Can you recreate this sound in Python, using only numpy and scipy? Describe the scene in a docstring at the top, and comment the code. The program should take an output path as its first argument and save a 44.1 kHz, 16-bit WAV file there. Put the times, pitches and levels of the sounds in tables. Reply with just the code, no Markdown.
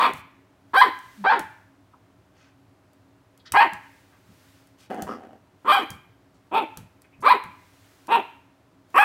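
"""A puppy yaps at a cat in a small hard-floored room, over the faint hum of an appliance.
A towel rustles under it as it starts with three yaps, grunting just before the third. A fourth follows
a pause; halfway through comes one low growl, then five more yaps. Each yap is breath shaking the vocal
folds: it starts hoarse, in most cases breaks into a clear note and a squeal, and falls back into a rasp.
All along, teeth and claws click and paws thump, and the walls echo the puppy's sounds."""
import sys
import numpy as np
from scipy import signal
from scipy.fft import rfft, irfft
from scipy.io import wavfile
from scipy.ndimage import uniform_filter1d, minimum_filter1d

SR = 44100
rng = np.random.default_rng(int(sys.argv[2]) if len(sys.argv) > 2 else 0)


def wav_out(sig):
    """Save sig, one row per channel (or a flat mono array), as 16-bit PCM at SR to the path in sys.argv[1]."""
    wavfile.write(sys.argv[1], SR, np.round(np.clip(np.atleast_2d(sig).T, -1, 1) * 32767).astype(np.int16))


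N = 398663

# A "colour" says how strong a sound is from low to high. Each lists (frequency [Hz], level [dB]).
RUMBLE_COLOUR = [(15, -55.5), (25, -33), (70, -13.5), (108, -3), (145, -15.5), (175, -11), (242, -18),
                 (277, -5), (301, -13.5), (451, -20), (624, -20), (988, -21.5), (1330, -25), (1940, -30),
                 (16000, -57)]
HISS_COLOUR = [(300, -8), (1500, 8.5), (5000, 2), (7500, -0.5), (10000, -3), (15000, -4.5)]
ECHO_COLOUR = [(100, -9), (500, 4), (1000, -4), (2000, 2.5), (3200, 3.5), (6000, -2.5), (14000, -3)]
PAW_COLOUR = [(20, -43.5), (40, -17.5), (65, -4), (110, -1), (180, -4), (300, -17.5), (600, -29),
              (2000, -35.5), (6000, -76)]
CLICK_COLOUR = [(300, -20.5), (1500, 1.5), (2500, -3), (4200, -2), (6000, 1), (8000, 3), (11000, 2),
                (15000, -3)]
GROWL_COLOUR = [(60, -25.5), (130, -16.5), (230, 6), (350, 2), (560, -4), (1000, -7.5), (1700, -10.5),
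                (2500, -24), (2900, -19), (3600, -31), (5500, -34.5), (15000, -46)]
BREATH_COLOUR = [(4000, -21.5), (5500, -1.5), (6600, -21), (8300, -2), (9700, -6.5), (11000, -3.5),
                 (12300, -0.5), (14000, -5), (16000, -13.5)]
# how long the room rings: (frequency [Hz], time to fade by 60 dB [s])
ECHO_TIMES = [(150, 0.46), (500, 0.35), (1000, 0.4959), (2000, 0.64), (3500, .5), (8000, 0.5),
              (15000, 0.84)]
# the appliance's tones: (frequency [Hz], level [dB])
HUM_TONES = [(102.3, -76.5), (274.5, -68.5), (372, -75.5), (613.7, -80.5), (635.2, -75.5)]
# the towel shifting: (start [s], length [s], level [dB])
RUSTLES = [(-.3, 0.47, -45), (.6, 1.15, -60.5), (3.5, 0.84, -66), (4.1, 0.73, -63.5), (5.55, 0.43, -68.5),
           (6.3, 0.82, -78.5), (7.25, 1.26, -64), (8.85, 0.31, -62)]
# towel rubs and soft snuffles: (start [s], length [s], level [dB], centre [Hz], width [octaves])
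RUBS = [(0.144, 0.078, -59.5, 8900, 1.3), (1.933, 0.021, -53, 1000, 0.39), (2.343, 0.2, -66.5, 1200, 1.54),
        (2.353, 0.17, -74, 5500, 0.36), (3.393, 0.028, -65, 3800, 0.32), (3.454, 0.041, -53, 3970, 0.52),
        (3.45, 0.052, -58, 1590, 0.37), (4.121, 0.055, -64, 1230, 0.78), (4.778, 0.11, -61.5, 2480, 1.77),
        (5.076, 0.11, -63, 5160, 0.19), (6.338, 0.048, -75, 4970, 0.87), (7.042, 0.015, -61.5, 2010, 0.57),
        (7.125, 0.034, -64, 2400, 0.24), (7.204, .04, -59.5, 7880, .8)]
# paws landing: (time [s], peak level [dB])
PAW_THUMPS = [(0.131, -40), (0.186, -53.5), (1.395, -39.5), (3.513, -37.5), (3.724, -39.5), (4.287, -46.5),
              (5.023, -32), (5.9, -34), (6.518, -52), (6.769, -38), (6.799, -43), (7.187, -42.5),
              (7.443, -42), (8.078, -54)]
# teeth and claws: (time [s], level [dB])
CLICKS = [(0.135, -29), (0.7925, -30.5), (0.989, -39.5), (1.3933, -23), (2.9327, -52.5), (3.3764, -45),
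          (3.521, -15.5), (3.734, -30.5), (4.6716, -49), (4.945, -42), (5.022, -22), (5.904, -24.5),
          (6.7726, -27), (7.0191, -42.5), (7.438, -37.5), (8.0705, -38), (8.9034, -52)]
# the growl's pushes: (start [s], length [s], level [dB], first flap rate [Hz], mouth resonance [Hz])
GROWL_PUSHES = [(4.897, 0.083, -30, 173, 785), (4.971, 0.088, -31.5, 197, 730),
                (5.063, 0.039, -32, 120, 984), (5.085, .085, -31, 138, 1178), (5.161, 0.1, -43.5, 88, 776),
                (5.221, 0.1, -44.5, 75, 740), (5.313, 0.071, -47.5, 55, 732)]
# the yaps: (start [s], rise [s], hold [s], fall [s], level [dB], starting effort [dB],
# top hoarse pitch [Hz], roughness [0-1], brightness [dB], lag of the treble [s])
YAPS = [(-0.02, 0.021, 0.064, 0.051, -16, -7.5, 478.5, 0.83, -7.5, 0.024),
        (0.733, 0.025, 0.066, 0.072, -13.5, -10, 527, .3, -5, 0.02),
        (1.238, 0.017, .086, 0.066, -16.5, -11.5, 470.3, .6, -4.5, 0.014),
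        (3.536, 0.029, 0.064, .05, -11, -10.5, 476.5, 0.4, -6, 0.007),
        (5.644, 0.044, 0.059, 0.094, -13, -28, 605, 0.6, -10, 0.011),
        (6.512, 0.039, 0.041, 0.054, -17, -21.5, 446.4, 0.52, -11, 0.0023),
        (7.223, .043, .055, .05, -12, -23.5, 585.2, .35, -9.5, 0.0012),
        (8.08, .04, .04, .052, -14.5, -21.5, 465.6, 0.56, -10.5, .004),
        (8.941, .031, 0.061, 0.057, -11.5, -14.5, 593, 0.46, -6, 0.0087)]
# mouth shape for each yap; a resonance is a frequency at which the air inside rings:
# (resonances 1 to 4 [Hz], levels of resonances 2 to 4 [dB], top band [dB], nose [dB], breath [dB])
MOUTHS = [(983, 1700, 2380, 3450, -5, 1, -7, -12, -12, -23),
          (1040, 1650, 2300, 3150, 4.5, -18, -6, -16.5, -13, -23),
          (928, 1427, 2350, 2300, 6.5, -5, -9, -47.5, -11, -42),
          (947, 1600, 2150, 2900, 8, 11.5, 4.5, -8.5, -16, -29.5),
          (1059, 2460, 1800, 3170, -3.5, 3, 3, -15.5, -13, -18.5),
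          (883, 1600, 2470, 3600, -29, 9.5, 1, -9.5, -6, -22),
          (1035, 1040, 2270, 4050, -4, 0, -14.5, -16, -13, -22.5),
          (913, 1540, 2640, 3850, -3, 7.5, -4, -18, -10, -22.5),
          (1047, 1810, 2640, 3070, 19, 20, 10.5, -31, -14.5, -19.5)]
# where the voice breaks: (start [s], note length [s], note pitch [Hz], note boost [dB],
# squeal length [s], squeal pitch [Hz], squeal boost [dB], squeal roughness [0-1], extra brightness [dB])
VOICE_BREAKS = [(0.765, 0.047, 761.6, -4.5, 0.027, 1023, 9, 0.39, 2.5),
                (1.262, .034, 760.8, -4, .024, 893.7, 5.5, 0.3, 1),
                (3.568, 0.032, 798.4, -1, 0.04, 957.5, 0, 0.64, -1),
                (5.72, .026, 775.5, -5.5, .042, 818, 0.5, 0.31, 4.5),
                (7.281, .021, 804.6, -6.5, .031, 1020, 4.5, 0.43, 0.5),
                (8.983, 0.031, 793, -1, .045, 859, 0.5, 0.24, -0.5)]
# whistling gaps between the teeth: (frequency [Hz], width [Hz], level [dB])
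TOOTH_GAPS = [(8500, 300, -5), (10950, 400, -6), (13600, 500, -5.5)]

START_HZ, END_HZ, END_ROUGHNESS = 279.7, 270.7, 0.59  # a yap's voice at its two weak ends
EFFORT_FADE_DB, NOSE_FADE_DB = -23.5, -6  # drops as a yap ends
TREBLE_START_DB, TREBLE_FADE_DB = -5, -14.5  # extra dullness as a yap starts and ends
BREAK_S, NOTE_ROUGHNESS, NOTE_RISE_HZ_PER_S, SQUEAL_SAG_HZ_PER_S = .008, .07, 1500, 1600


def gain_of(db):
    """Turns decibels into a number to multiply by."""
    return 10 ** (np.asarray(db) / 20)


def evened(x):
    """Scales a sound to an average strength (rms) of 1."""
    return x / np.sqrt(np.mean(x ** 2) + 1e-20)


def steadied(x, size=400):
    """Keeps a sound's strength near 1 from moment to moment."""
    power = uniform_filter1d(uniform_filter1d(x ** 2, size), size)
    return x / np.sqrt(abs(power) + 1e-20)


def look_up(points, hz):
    """Reads between the rows of a table by frequency, on a log scale."""
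    f, value = np.transpose(points)
    return np.interp(np.log(hz + 1), np.log(f + 1), value)


def ramp(t, start, length):
    """Rises from 0 to 1 over length seconds."""
    return np.clip((t - start) / length, 0, 1)


def add(mix, start, sound):
    """Adds a sound to the mix at a time in seconds."""
    at = round(start * SR)
    sound = sound[max(0, -at):]
    part = mix[max(0, at):][:len(sound)]
    part += sound[:len(part)]


def white(count):
    """Up to a second of plain noise."""
    return rng.standard_normal(SR)[:count]


def coloured(x, colour):
    """Gives a sound a colour, at strength 1."""
    hz = np.fft.rfftfreq(len(x), 1 / SR)
    return evened(irfft(rfft(x) * gain_of(look_up(colour, hz)), len(x)))


def waver(noise, hz):
    """Smooths noise into a wobble, mostly slower than hz."""
    return evened(signal.sosfilt(signal.butter(2, hz, fs=SR, output="sos"), noise))


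def band(x, low_hz, high_hz, order=3):
    """Keeps what lies between two frequencies."""
    return signal.sosfilt(signal.butter(order, [low_hz, high_hz], "band", fs=SR, output="sos"), x)


def resonate(x, hz, width_hz):
    """Makes a sound ring around one frequency, which may slide."""
    turn = np.exp(2j * np.pi * np.cumsum(hz * np.ones(len(x))) / SR)
    keep = np.exp(-np.pi * width_hz / SR)
    return 2 * (turn * signal.lfilter([1 - keep], [1, -keep], x / turn + 1e-18)).real


def background():
    """The room rumbles, an appliance hums, and a faint hiss swells as the towel shifts."""
    t = np.arange(N) / SR
    rumble = gain_of(-59.53) * coloured(rng.standard_normal(N), RUMBLE_COLOUR)
    hum = np.zeros(N)
    for hz, db in HUM_TONES:
        drift = 0.36 * waver(rng.standard_normal(N), hz=4.4)
        hum += gain_of(db) * evened(np.sin(2 * np.pi * hz * t + drift))
    swells = sum(gain_of(db) * np.sin(np.pi * ramp(t, start, length)) ** 2
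                 for start, length, db in RUSTLES)
    hiss = (gain_of(-74.5) + swells) * coloured(rng.standard_normal(N), HISS_COLOUR)
    return rumble + hum + hiss


def room_echo(x, spacing=22):
    """Sound bounces off the walls at random moments; each frequency dies away at its own speed."""
    count = SR // spacing
    bounces = np.zeros(SR)
    bounces[np.arange(count) * spacing + rng.integers(0, spacing, count)] = rng.choice([-1., 1.], count)
    hz, t, spectrum = signal.stft(bounces, SR, nperseg=256)
    fade = gain_of(-60 * t / look_up(ECHO_TIMES, hz)[:, None])
    tail = signal.istft(spectrum * fade, SR, nperseg=256)[1]
    age = np.arange(len(tail)) / SR
    early_boost = 1 + 3.44 * np.exp(-age / 0.019)  # near walls and the floor answer first and loudest
    tail = coloured(tail, ECHO_COLOUR) * early_boost * ramp(age, 0, 0.0008) ** 2
    tail = tail[:3 * SR // 4]
    return signal.fftconvolve(x, tail / np.linalg.norm(tail))[:N]


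def rub(length, centre_hz, octaves):
    """A rub on the towel or a snuffle: one grainy swell of noise."""
    count = round(length * SR)
    hz = np.fft.rfftfreq(count, 1 / SR) + 1
    grains = white(count) * gain_of(2.6 * waver(white(count), hz=197.3))
    noise = irfft(rfft(grains) / (1 + (np.log2(hz / centre_hz) / octaves) ** 4), count)
    return evened(noise * np.sin(np.pi * np.linspace(0, 1, count) ** 0.68))


def knock(colour, rise_s, decay_s, size=16384):
    """A blow that does not ring, such as a paw landing: a burst of noise with peak 1."""
    t = np.arange(size) / SR
    burst = coloured(white(size), colour) * (1 - np.exp(-t / rise_s)) * np.exp(-t / decay_s)
    return burst / abs(burst).max()


def click():
    """A tooth or claw strikes: a dry tick, then a short scrape."""
    tick = knock(CLICK_COLOUR, rise_s=.0003, decay_s=.0016)
    scrape = knock(CLICK_COLOUR, rise_s=0.0018, decay_s=.03)
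    return tick + gain_of(-19.5) * scrape


def grunt(length=.1, first_hz=220, sag_hz_per_s=520):
    """A nearly pure falling hum, made with the mouth shut."""
    t = np.arange(0, length, 1 / SR)
    hz = (first_hz - sag_hz_per_s * t) * (1 + 0.027 * waver(white(len(t)), hz=90))
    phase = 2 * np.pi * np.cumsum(hz) / SR
    swell = np.sin(np.pi * t / length) ** 0.98
    return swell * evened(np.sin(phase) + gain_of(-32) * np.sin(2 * phase))


def growl(length, level_db, first_hz, mouth_hz, slowing=.35, fade_db=-9):
    """One push of growl: the vocal folds flap slowly, puffing through the nose and barely open mouth."""
    t = np.arange(0, length, 1 / SR)
    rate = first_hz * (1 - slowing * t / length)
    cycles = np.cumsum(rate * (1 + 0.24 * waver(white(len(t)), hz=75.9))) / SR
    slaps = evened(np.diff(np.floor(cycles), prepend=0) * gain_of(2 * white(len(t))))
    since_slap = (cycles % 1) / rate
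    puffs = evened((.2 + np.exp(-since_slap / .003)) * white(len(t)))
    flaps = .9 * slaps + puffs
    mouth = resonate(resonate(flaps, mouth_hz, width_hz=280), mouth_hz, width_hz=280)
    voice = coloured(flaps, GROWL_COLOUR) + gain_of(-3) * evened(mouth)
    push = ramp(t, 0, 0.0088) * ramp(length - t, 0, 0.012)
    return gain_of(level_db + fade_db * t / length) * push * steadied(voice, size=1100)


def breath(buzz, puffs, jaw_shut):
    """Air hisses and whistles past the teeth; the whistles sink as the jaw shuts."""
    spurts = gain_of(2 * waver(white(len(buzz)), hz=50))  # spit makes the flow uneven
    rasp = (puffs + .6 * buzz) * spurts
    whistles = np.zeros(len(rasp))
    for hz, width_hz, db in TOOTH_GAPS:
        wander = .035 * waver(white(len(rasp)), hz=25)  # tongue and lips move each gap
        whistles += gain_of(db) * evened(resonate(rasp, hz * (1 - 0.19 * jaw_shut + wander), width_hz))
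    return evened(coloured(rasp, BREATH_COLOUR) + whistles)


def vocal_folds(hz, rough):
    """Flaps in the throat buzz and let puffs of air through; roughness makes them uneven."""
    pitch_wobble = (.006 + .085 * rough) * waver(white(len(hz)), hz=260)
    cycles = np.cumsum(hz * (1 + pitch_wobble)) / SR
    buzz = evened(sum(np.cos(2 * np.pi * k * cycles) * (k * hz < SR / 2) / k ** 0.23
                      for k in range(1, 24)))
    flutter = 1 + .6 * rough * waver(white(len(hz)), hz=220)
    puffs = evened((.5 + np.exp(-(cycles % 1) / 0.38)) * white(len(hz)))
    return buzz * flutter, puffs * (1 + flutter) / 2


def voice_break(t, hz, rough):
    """At the listed times the hoarse voice jumps to a rising note, then strains into a sagging squeal."""
    boost_db = shine_db = high_share = np.zeros(len(t))
    for (start, note_s, note_hz, note_db,
         squeal_s, squeal_hz, squeal_db, squeal_rough, bright_db) in VOICE_BREAKS:
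        edges = start, start + note_s, start + note_s + squeal_s
        broken, strained, over = (ramp(t, at - BREAK_S / 2, BREAK_S) for at in edges)
        note, squeal = broken - strained, strained - over  # each is 1 while it sounds
        rising_hz = note_hz + NOTE_RISE_HZ_PER_S * (t - start)
        sagging_hz = squeal_hz - SQUEAL_SAG_HZ_PER_S * (t - start - note_s)
        hz = hz + note * (rising_hz - hz) + squeal * (sagging_hz - hz)
        rough = rough + note * (NOTE_ROUGHNESS - rough) + squeal * (squeal_rough - rough)
        boost_db = boost_db + note * note_db + squeal * squeal_db
        shine_db = shine_db + (note + squeal) * bright_db
        high_share = high_share + note + squeal
    return hz, np.clip(rough, 0, 1), boost_db, shine_db, high_share


def yap(row, mouth):
    """One push of breath shakes the vocal folds, and the throat, nose and mouth ring with them."""
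    start, rise, hold, fall, level_db, onset_db, top_hz, top_rough, bright_db, treble_lag = row
    first_hz, second_hz, third_hz, fourth_hz = mouth[:4]
    second_db, third_db, fourth_db, top_db, nose_db, breath_db = mouth[4:]
    t = np.arange(0, rise + hold + fall, 1 / SR)
    # effort and jaw move together: pitch, level and roughness follow them
    opening = 1 - ramp(t, 0, rise)  # goes from 1 to 0
    closing = ramp(t, rise + hold, fall)  # goes from 0 to 1
    jaw_shut = opening + closing
    effort_db = onset_db * opening ** 0.82 + EFFORT_FADE_DB * closing ** .8
    hoarse_hz = top_hz + (START_HZ - top_hz) * opening + (END_HZ - top_hz) * closing
    hoarseness = top_rough + (END_ROUGHNESS - top_rough) * jaw_shut ** 2
    hz, rough, boost_db, shine_db, high_share = voice_break(start + t, hoarse_hz, hoarseness)
    shut = jaw_shut * (1 - high_share)  # the note and squeal count as open-mouthed
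    buzz, puffs = vocal_folds(hz, rough)
    source = (1 - rough) * buzz + rough * puffs
    throat_hz = first_hz * (1.04 - 0.05 * opening - .14 * closing)
    throat = resonate(resonate(source, throat_hz, width_hz=340), throat_hz, width_hz=280)
    throat = gain_of(effort_db + boost_db) * steadied(band(throat, 190.2, 1492))
    # with the jaw nearly shut, sound leaves through the nose as a low woof
    nose = evened(band(resonate(source, hz=344.8, width_hz=210), 190, 560))
    nose *= gain_of(nose_db - 7.5 + 2.5 * shut + .5 * onset_db * opening + NOSE_FADE_DB * closing)
    # the high part of the buzz blurs into noise sooner than the low part
    blur = .8 * rough ** .65
    blurred = (1 - blur) * buzz + blur * puffs
    tuning = 1.01 - .04 * shut
    ringing = (gain_of(second_db) * resonate(blurred, second_hz * tuning, width_hz=364)
               - gain_of(third_db) * resonate(blurred, third_hz * tuning, width_hz=263)
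               + gain_of(fourth_db - 7 * shut) * resonate(blurred, fourth_hz * tuning, width_hz=350))
    top_band = gain_of(top_db - 19 * shut) * band(blurred, 3500, 4800, order=2)
    treble = steadied(band(ringing + top_band, 1220, 4440, order=5))
    treble += gain_of(breath_db) * breath(buzz, puffs, jaw_shut)
    # the treble arrives late and leaves early
    dull = 1 - ramp(t, 0, rise + treble_lag)
    dull_db = (onset_db + TREBLE_START_DB) * dull ** 1.1 + TREBLE_FADE_DB * closing ** 0.39
    treble *= gain_of(bright_db + shine_db + dull_db - 3)
    return start, gain_of(level_db) * (throat + nose + treble) * signal.windows.tukey(len(t), .06)


def scene():
    """Mixes the puppy's voice and movements with their echo and the background."""
    voice, moves = np.zeros(N), np.zeros(N)
    for row, mouth in zip(YAPS, MOUTHS):
        add(voice, *yap(row, mouth))
    for start, *push in GROWL_PUSHES:
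        add(voice, start, growl(*push))
    add(voice, start=1.172, sound=gain_of(-41) * grunt())
    for start, db in CLICKS:
        add(moves, start, gain_of(db) * click())
    for start, db in PAW_THUMPS:
        add(moves, start, gain_of(db) * knock(PAW_COLOUR, rise_s=0.0028, decay_s=0.039))
    for start, length, db, centre_hz, octaves in RUBS:
        add(moves, start, gain_of(db) * rub(length, centre_hz, octaves))
    muffled = band(moves, 60.3, 6185, order=1)  # the towel soaks up treble before it reaches the walls
    echo = room_echo(gain_of(-6) * voice + gain_of(-5) * muffled)
    return (voice + moves + echo + background())[None]


def record(dry, cutoff_hz=15900):
    """Briefly turns down any peak that is too loud, then cuts the very highest treble."""
    needed_gain = 1 / np.maximum(abs(dry), 1)
    limited = dry * uniform_filter1d(minimum_filter1d(needed_gain, size=200), size=200)
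    treble_cut = signal.firwin(511, cutoff_hz, window=("kaiser", 9), fs=SR)
    return signal.oaconvolve(limited, treble_cut[None], "same")


dry = scene()
out = record(dry)
wav_out(out)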